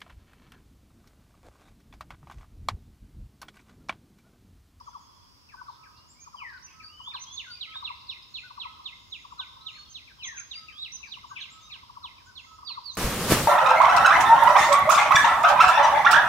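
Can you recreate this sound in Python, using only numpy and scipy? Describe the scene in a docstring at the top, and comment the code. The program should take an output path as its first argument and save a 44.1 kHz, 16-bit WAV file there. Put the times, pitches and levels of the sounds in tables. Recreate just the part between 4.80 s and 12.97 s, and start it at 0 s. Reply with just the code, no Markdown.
"""A forest edge where birds call together: one repeats a steep chip, two trade low popping triplets,
others add down-slurs, toots and thin high whistles; a few small dry clicks sound close by.
Every note is a nearly pure tone gliding in pitch and level; decaying noise tails scatter it off
trunks and leaves. Shaped stereo noise makes the low rumble, far chorus and insect hiss behind."""
import sys
import numpy as np
from scipy import signal
from scipy.fft import rfft, irfft, next_fast_len
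from scipy.io import wavfile
from scipy.ndimage import map_coordinates

SR = 44100
rng = np.random.default_rng(int(sys.argv[2]) if len(sys.argv) > 2 else 0)


def master_out(mix):
    """Clip the mix to full scale and print it as 16-bit PCM to the path in sys.argv[1]."""
    frames = np.transpose(np.atleast_2d(mix))
    ceiling = np.clip(frames, -1, 1)
    pcm = np.round(ceiling * 32767).astype(np.int16)
    wavfile.write(sys.argv[1], SR, pcm)


N = 360297


def amp(db):
    """Decibels to gain."""
    return 10 ** (np.asarray(db) / 20)


def unit(x):
    """Scale to rms 1."""
    return x / np.sqrt(np.mean(x ** 2) + 1e-20)


def along(points, hz):
    """Interpolate (Hz, value) points on a log frequency axis."""
    f, v = np.transpose(points)
    return np.interp(np.log(hz + 1), np.log(f + 1), v)


def sides(pan_db):
    """Left and right gains for a left-minus-right level difference."""
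    return amp(np.array([[.5], [-.5]]) * pan_db)


def wobble(knots_per_s, size):
    """A smooth random curve through normally distributed knots."""
    knot_rng = np.random.default_rng(rng.integers(2 ** 31))
    knots = knot_rng.standard_normal(int(size * knots_per_s / SR) + 4)
    return map_coordinates(knots, [np.arange(size) * knots_per_s / SR])


def filtered(x, response):
    """Multiply the spectrum of x by a response of frequency in Hz."""
    m = next_fast_len(N + SR // 2)
    return irfft(rfft(x, m) * response(np.fft.rfftfreq(m, 1 / SR)), m)[..., :N]


def add(track, start_s, sound):
    """Mix a sound into a track, cut at the track's ends."""
    start = round(start_s * SR)
    part = sound[max(-start, 0):N - start]
    track[max(start, 0):][:len(part)] += part


def syrinx(hz, db, waver=0.003, overtone_db=-48):
    """A nearly pure tone that follows a pitch and a level, a little unsteady."""
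    unsteady_hz = hz * (1 + waver * wobble(244.5, len(hz)))
    phase = 2 * np.pi * np.cumsum(unsteady_hz) / SR
    tone = np.sin(phase) + amp(overtone_db) * np.sin(2 * phase)
    return amp(db) * signal.windows.tukey(len(hz), .1) * tone


def sing(shape, notes, held=False, overtone_db=-48, flutter_db=2.0):
    """Repeat one note shape, never quite alike: sweeps vary in length, held notes in pitch."""
    knots_s, hz, level_db = np.transpose(shape)
    track = np.zeros(N)
    for start_s, db, factor, *swell_db in notes:
        length, pitch = (1, factor) if held else (factor, 1)
        t = np.arange(int(knots_s[-1] * length * SR)) / SR / length
        effort_db = db + sum(swell_db) * t / knots_s[-1]
        effort_db = effort_db + np.interp(t, knots_s, level_db) + flutter_db * wobble(142.0, len(t))
        note_hz = pitch * np.interp(t, knots_s, hz)
        add(track, start_s, syrinx(note_hz, effort_db, overtone_db=overtone_db))
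    return track


def scatter_tail(t60_s, rise_s):
    """Stereo noise of unit energy per ear that builds up, then decays, as many echoes do."""
    t = np.arange(SR) / SR
    noise = rng.standard_normal((2, SR))
    return unit(noise * amp(-60 * t / t60_s) * (1 - np.exp(-(t / rise_s) ** 2))) / np.sqrt(SR)


def forest(voice, pan_db, direct_db, near_db, far_db, lag_s=0., near_t60_s=0.21, far_t60_s=0.91,
           shade=None):
    """One perch's path: direct sound (left ear lag_s later), near-leaf scatter, far-trunk tail."""
    echoes = amp(near_db) * scatter_tail(near_t60_s, 0.0036)
    echoes = echoes + amp(far_db) * scatter_tail(far_t60_s, 0.016)
    direct = sides(pan_db) * np.array([np.roll(voice, round(lag_s * SR)), voice])
    if shade:
        direct = filtered(direct, lambda hz: amp(along(shade, hz)))
    # Echoes arrive from all around, so only the direct sound shows where the bird sits.
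    return amp(direct_db) * direct + signal.fftconvolve(voice[None], echoes, axes=1)[:, :N]


def chipper():
    """The nearest bird, to the right, runs through steep chips, slowing; each ends in a soft flick."""
    # Chip shape. Each row: time in s at length factor 1, pitch in Hz, relative level in dB.
    chip = [(0, 4436, 1), (.008, 4134, -6), (.013, 3956, 1.5), (.019, 3700, 1), (.025, 3452, -2.5),
            (.039, 2859, -4), (.054, 2440, -10), (.062, 2099, -18), (.072, 1900, -36), (.081, 2017, -18),
            (.089, 2154, -14), (.098, 1910, -18)]
    # Chips sung. Each row: start in s, level in dB, length factor.
    chip_notes = [(2.337, -35, .84), (2.563, -32, 1.02), (2.8, -32, 1), (3.037, -34, .98),
                  (3.282, -34, .97), (3.539, -33.5, 1.02), (3.79, -34, 1.01), (4.043, -34.5, 1.02),
                  (4.31, -36, 1.03), (4.581, -37.5, 1.02), (4.851, -38, 1.02), (5.14, -38, .98),
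                  (5.421, -37.5, 1), (5.701, -36.5, .98), (6.019, -34.5, 1), (6.308, -35.5, .94),
                  (6.601, -36.5, 1.02), (6.909, -37, .99), (7.227, -37, 1.02), (7.552, -40, 1.06),
                  (7.86, -37.5, 1.06)]
    # Foliage colour on the direct path. Each row: frequency in Hz, gain in dB.
    foliage = [(2400, -1), (3100, 0), (3500, 2), (3800, 0), (4050, -6), (4400, -8)]
    voice = sing(chip, chip_notes, flutter_db=3.5)
    return forest(voice, pan_db=-6.5, direct_db=-.5, near_db=-6, far_db=-8, lag_s=-.00036,
                  near_t60_s=.17, far_t60_s=1.05, shade=foliage)


def phrases(figure, calls):
    """The notes of one figure, sung at every call."""
    return [(s + after_s, db + step_db, length)
            for s, db in calls for after_s, step_db, length in figure]


def poppers():
    """Two birds repeat low popping triplets, each at its own pace, so that they drift apart."""
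    # Pop shape. Each row: time in s at length factor 1, pitch in Hz, relative level in dB.
    pop = [(0, 1400, -21), (.014, 1280, -14), (.021, 1160, -5), (.028, 1030, .5), (.035, 940, -7),
           (.046, 840, -20)]
    # Swelling triplets, last note drawn out. Each row: s after the call, level step in dB, length factor.
    near_figure = [(0, -7, 0.68), (.069, -3.5, .8), (.138, -0.5, 1.03)]
    far_figure = [(0, -7, .8), (.066, -2, 0.9), (.137, 0.5, 1)]
    # Calls of the near and far bird. Each row: start in s, level in dB before the figure's step.
    near_calls = [(-.007, -31.5), (.727, -30.5), (1.459, -31), (2.187, -31.5), (2.941, -31), (3.693, -30.5),
                  (4.436, -30.5), (6.357, -33), (7.083, -32), (7.816, -30.5)]
    far_calls = [(.05, -52), (.8, -53), (1.55, -45), (2.285, -44.5), (3.053, -50), (3.838, -44),
                 (4.606, -45), (5.368, -42.5), (6.118, -46), (6.871, -44.5), (7.627, -45)]
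    near = sing(pop, phrases(near_figure, near_calls))
    far = sing(pop, phrases(far_figure, far_calls))
    return (forest(near, pan_db=5.3, direct_db=-2, near_db=-10.5, far_db=-9, lag_s=-.0003,
                   near_t60_s=.2, far_t60_s=1.8)
            + forest(far, pan_db=-1, direct_db=-2, near_db=-9, far_db=-7.5, lag_s=-.0003,
                     near_t60_s=.2, far_t60_s=1.7))


def slurrers():
    """Short and long down-slurs from the left, and two loud high ones from the right."""
    # Short, long and high slur shapes.
    # Each row: time in s at length factor 1, pitch in Hz, relative level in dB.
    slur = [(0, 2787, 0.5), (.014, 2334, 2.5), (.03, 1954, -14), (.05, 1620, -8.5), (.07, 1527, -4)]
    mew = [(0, 3250, -19), (.032, 2950, -9), (.042, 2600, -6.5), (.07, 2200, -6), (.11, 1870, -2.5),
           (.16, 1650, -15), (.2, 1530, -6.5)]
    tew = [(0, 5000, -15), (.02, 4655, -9), (.033, 4560, 1.5), (.055, 4310, -1.5), (.072, 4030, 2.5),
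           (.081, 3850, -10.5), (.1, 3610, -7)]
    # Short slurs swell or fade. Each row: start in s, level in dB, length factor, level change in dB.
    slur_notes = [(.688, -55.5, 0.83, 6), (1.031, -56, 0.62, 10), (1.997, -51.5, .77, 2),
                  (2.312, -51.5, 0.61, 8.5), (2.598, -51.5, 1.05, 6), (2.917, -49.5, 0.61, 8.5),
                  (4.948, -51, 0.6, 2), (5.271, -48, 0.7, 0), (5.572, -42.5, 0.77, -0.5),
                  (5.882, -42, .88, -18), (6.228, -39, 0.97, -16), (6.56, -36, 1.04, -16),
                  (6.898, -47, .97, -8), (7.377, -55, 0.65, -2)]
    # Long and high slurs. Each row: start in s, level in dB, length factor.
    mew_notes = [(1.562, -37, 0.96), (5.382, -36, 0.99)]
    tew_notes = [(7.845, -33, 1.12), (8.032, -34, 1.01)]
    slurs = forest(sing(slur, slur_notes), pan_db=9.5, direct_db=-1.0, near_db=-2.5, far_db=-9,
                   lag_s=.00061)
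    mews = forest(sing(mew, mew_notes), pan_db=4.5, direct_db=-.5, near_db=-3.5, far_db=-9,
                  lag_s=0.00012)
    tews = forest(sing(tew, tew_notes), pan_db=-10, direct_db=-3.5, near_db=-12.5, far_db=-12.5,
                  lag_s=-.00045)
    return slurs + mews + tews


def high_callers():
    """Thin arched notes ending in a quick drop, and lower rising whistles with a faint overtone."""
    # Two arched and two rising shapes.
    # Each row: time in s, pitch in Hz at pitch factor 1, relative level in dB.
    tsee = [(0, 5900, -7.5), (.022, 6330, 1), (.042, 6430, 4), (.048, 6000, -2), (.056, 4900, -15)]
    tsip = [(0, 6920, -9), (.025, 7970, 0), (.035, 8120, 6.5), (.045, 7200, -10), (.06, 6600, -34)]
    wee = [(0, 4500, -13), (.025, 4698, 7), (.05, 4800, 3), (.068, 5110, -8.5)]
    rise = [(0, 3000, -14), (.05, 3324, -11), (.075, 3710, 2), (.11, 3870, -1.5), (.15, 3720, -33)]
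    # Notes sung on each. Each row: start in s, level in dB, pitch factor.
    tsee_notes = [(1.398, -51.5, 1.035), (1.822, -47.5, 0.96), (2.394, -42.5, .975), (2.516, -45, 1.015),
                  (5.085, -52, .99), (5.434, -39.5, .99), (5.556, -42, 1.01), (6.118, -39.5, .97),
                  (8.105, -52.5, 0.99)]
    tsip_notes = [(1.276, -59, 0.93), (6.694, -56.5, 0.93)]
    wee_notes = [(2.021, -47.5, .98), (2.694, -43, 0.98), (5.735, -43.5, 1)]
    rise_notes = [(2.201, -35, 0.95), (2.886, -36.5, .99), (5.918, -36.5, 1)]
    tsees = forest(sing(tsee, tsee_notes, held=True), pan_db=-6, direct_db=0, near_db=-7.5, far_db=-8,
                   lag_s=.00059, far_t60_s=.7)
    tsips = forest(sing(tsip, tsip_notes, held=True), pan_db=2, direct_db=1, near_db=0.5, far_db=-5.0,
                   far_t60_s=0.7)
    wees = forest(sing(wee, wee_notes, held=True, overtone_db=-28), pan_db=3, direct_db=-1,
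                  near_db=-6, far_db=-8, lag_s=.00014)
    rises = forest(sing(rise, rise_notes, held=True, overtone_db=-32), pan_db=-3.5, direct_db=-2,
                   near_db=-8, far_db=-11, lag_s=.00036)
    return tsees + tsips + wees + rises


def duet():
    """A short toot from the left, then a falling moan from far to the right."""
    # Toot and moan shapes. Each row: time in s, pitch in Hz at pitch factor 1, relative level in dB.
    toot = [(0, 1449, -7), (.02, 1588, 5.5), (.04, 1560, 8), (.062, 1450, -2)]
    moan = [(0, 1303, -6.5), (.08, 1286, -1), (.16, 1240, -6), (.25, 1174, -7.5)]
    # About one a second. Each row: toot start in s, toot level in dB, toot pitch factor, moan level in dB.
    exchanges = [(.762, -53, 0.97, -61.5), (1.725, -51, 0.97, -59), (2.665, -50.5, 0.94, -55.5),
                 (3.625, -54, .95, -58.5), (4.586, -54, .97, -60), (5.559, -58.5, 0.91, -58.5),
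                 (6.5, -55.5, .99, -60.5), (7.46, -56.5, .97, -56)]
    answer_s = .2
    toots = sing(toot, [(s, db, pitch) for s, db, pitch, _ in exchanges], held=True)
    moans = sing(moan, [(s + answer_s, db, 1) for s, _, _, db in exchanges], held=True)
    return (forest(toots, pan_db=4, direct_db=-1, near_db=-10, far_db=-10, lag_s=.00066)
            + forest(moans, pan_db=-14.5, direct_db=1.5, near_db=-9, far_db=3, lag_s=-.00011))


def warble(start_s, length_s, hz, depth, arches_per_s, db):
    """A far bird swings its pitch in quick, even arches, louder at the top."""
    t = np.arange(int(length_s * SR)) / SR
    arch = np.abs(np.sin(np.pi * arches_per_s * t))
    track = np.zeros(N)
    add(track, start_s, syrinx(hz * (1 + depth * arch), db + 4 * arch))
    return track


def tik_runs(count=4):
    """Evenly spaced tiks, from a loose series to a fast chatter."""
    # Tik shape. 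Each row: time in s, pitch in Hz, relative level in dB.
    tik = [(0, 5210, -11), (.008, 4620, -1.5), (.017, 3500, -10)]
    # Runs. Each row: start in s, level in dB, gap between tik starts in s.
    runs = [(1.687, -55, 0.039), (3.154, -52, 0.055), (6.266, -50, 0.014)]
    return sing(tik, [(s + k * gap_s, db, 1) for s, db, gap_s in runs for k in range(count)])


def stray_whistles():
    """Single gliding whistles, each held note at its own pitch."""
    # Three whistle shapes. Each row: time in s, pitch in Hz at pitch factor 1, relative level in dB.
    lilt = [(0, 3050, -10), (.05, 3385, -4.5), (.1, 3490, 1), (.2, 3480, -13)]
    seep = [(0, 7000, -7), (.035, 6410, -2), (.075, 6300, -5.5)]
    zip_shape = [(0, 4720, 4), (.013, 5100, -5), (.026, 5450, -17.5)]
    # Notes sung on each. Each row: start in s, level in dB, pitch factor.
    lilt_notes = [(1.12, -65, .82), (1.341, -63.5, 0.69), (2.078, -52, 0.87), (2.45, -46, 1),
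                  (4.895, -49.5, 1.24), (6.77, -54.5, 1.08)]
    seep_notes = [(.052, -64.5, 0.98), (.188, -66, 1.03), (.335, -72, 1.02), (1.53, -57.5, .76),
                  (1.86, -61.5, .4), (2.73, -55, .38), (5.054, -58, .5), (6.805, -56, .96)]
    zip_notes = [(3.303, -55, 1.08), (3.424, -53, 1.03), (4.81, -49.5, .8), (6.604, -53, 1.27),
                 (6.855, -63, 1.25)]
    return (sing(lilt, lilt_notes, held=True) + sing(seep, seep_notes, held=True)
            + sing(zip_shape, zip_notes, held=True))


def darting(length_s, hz, db, spread, turns_per_s):
    """A note that swells and fades while its pitch darts about at random."""
    u = np.linspace(-1, 1, int(length_s * SR))
    darting_hz = hz * np.exp(spread * wobble(turns_per_s, len(u)))
    return syrinx(darting_hz, db - 9 * u ** 2 + 3 * wobble(turns_per_s, len(u)))


def twitters_and_rasps():
    """Thin twitters dart slowly in pitch; harsh rasps dart fast enough to roughen the tone."""
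    # Twitters. Each row: start in s, length in s, peak level in dB.
    twitters = [(2.231, .05, -63.5), (3.482, 0.17, -70.5), (4.002, 0.76, -71), (4.854, 0.18, -67),
                (6.469, .07, -62.5), (7.445, 0.055, -66), (7.566, 0.21, -66)]
    # Rasps. Each row: start in s, length in s, centre pitch in Hz, peak level in dB.
    rasps = [(0.867, .12, 3890, -64.5), (1.159, 0.041, 4780, -59.5), (1.851, .12, 2530, -62),
             (6.553, .11, 3154, -43.5)]
    track = np.zeros(N)
    for start_s, length_s, db in twitters:
        add(track, start_s, darting(length_s, 6660, db, spread=0.032, turns_per_s=92))
    for start_s, length_s, hz, db in rasps:
        add(track, start_s, darting(length_s, hz, db, spread=0.113, turns_per_s=800))
    return track


def strays():
    """Birds deeper in the trees: single whistles, tiks, a warble, twitters and rasps."""
    track = warble(start_s=0.018, length_s=0.474, hz=3126, depth=0.097, arches_per_s=16, db=-74)
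    track += tik_runs() + stray_whistles() + twitters_and_rasps()
    return forest(track, pan_db=-2.5, direct_db=0.5, near_db=0.5, far_db=-5.5,
                  near_t60_s=0.13, far_t60_s=0.8)


def clicks():
    """Brief bright snaps of decaying, high-passed noise, too close to raise an echo."""
    # Snaps. Each row: start in s, level in dB before the high-pass and pan.
    snaps = [(8.058, -58), (8.075, -58), (8.153, -42)]
    t60_s, corner_hz, pan_db = 0.02, 4500, 11
    track, t = np.zeros(N), np.arange(SR // 20) / SR
    for start_s, db in snaps:
        add(track, start_s, amp(db - 60 * t / t60_s) * rng.standard_normal(len(t)))
    return sides(pan_db) * filtered(track, lambda hz: 1j * hz / (corner_hz + 1j * hz))


def rush(spectrum):
    """Stereo noise of rms 1, partly alike in both ears: the mid/side balance sets the likeness."""
    # Ear likeness. Each row: frequency in Hz, left-right correlation.
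    likeness = [(60, 0.41), (400, 0.23), (1100, -0.23), (5000, -0.3), (8000, 1), (15000, 0.95)]
    # Stereo tilt. Each row: frequency in Hz, left-minus-right level in dB.
    tilt = [(100, -1.1), (300, 3.5), (1100, 4.5), (5000, -4), (9000, 0.5), (15000, 0.5)]

    def mid_side_gains(hz):
        angle = np.arccos(np.clip(along(likeness, hz), -1, 1)) / 2
        return amp(along(spectrum, hz)) * [np.cos(angle), np.sin(angle)]

    mid, side = filtered(rng.standard_normal((2, N)), mid_side_gains)
    return unit(filtered(np.array([mid + side, mid - side]), lambda hz: sides(along(tilt, hz))))


def background():
    """A low far rumble and a wash of distant birds and insects: noise that drifts in level."""
    # Rumble spectrum. Each row: frequency in Hz, relative density in dB per Hz.
    rumble_spectrum = [(15, -82), (25, -25), (49, -2.5), (81, 0), (128, -5.5), (162, -10.5), (250, -11.5),
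                       (432, -20.5), (650, -22), (840, -35), (1430, -120)]
    # Far chorus, insects and hiss. Each row: frequency in Hz, relative density in dB per Hz.
    air_spectrum = [(350, -46), (600, -22.5), (777, -15), (993, -9.5), (1200, -10), (1690, -17.5),
                    (2840, -17), (3340, -15.5), (4040, -18.5), (5030, -5), (5600, -10), (6170, -20),
                    (6690, -20.5), (7560, -28), (15600, -31)]
    rumble_db, air_db = -62, -60.5
    rumble = amp(rumble_db + 0.11 * wobble(3.04, N)) * rush(rumble_spectrum)
    return rumble + amp(air_db + 0.33 * wobble(1.79, N)) * rush(air_spectrum)


def scene():
    """All birds and clicks over the forest's background."""
    birds = chipper() + poppers() + slurrers() + high_callers() + duet() + strays()
    return birds + clicks() + background()


def record(dry):
    """A sharp band limit: nothing from top_hz up passes."""
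    top_hz = 15720
    return filtered(dry, lambda hz: hz < top_hz)


dry = scene()
out = record(dry)
master_out(out)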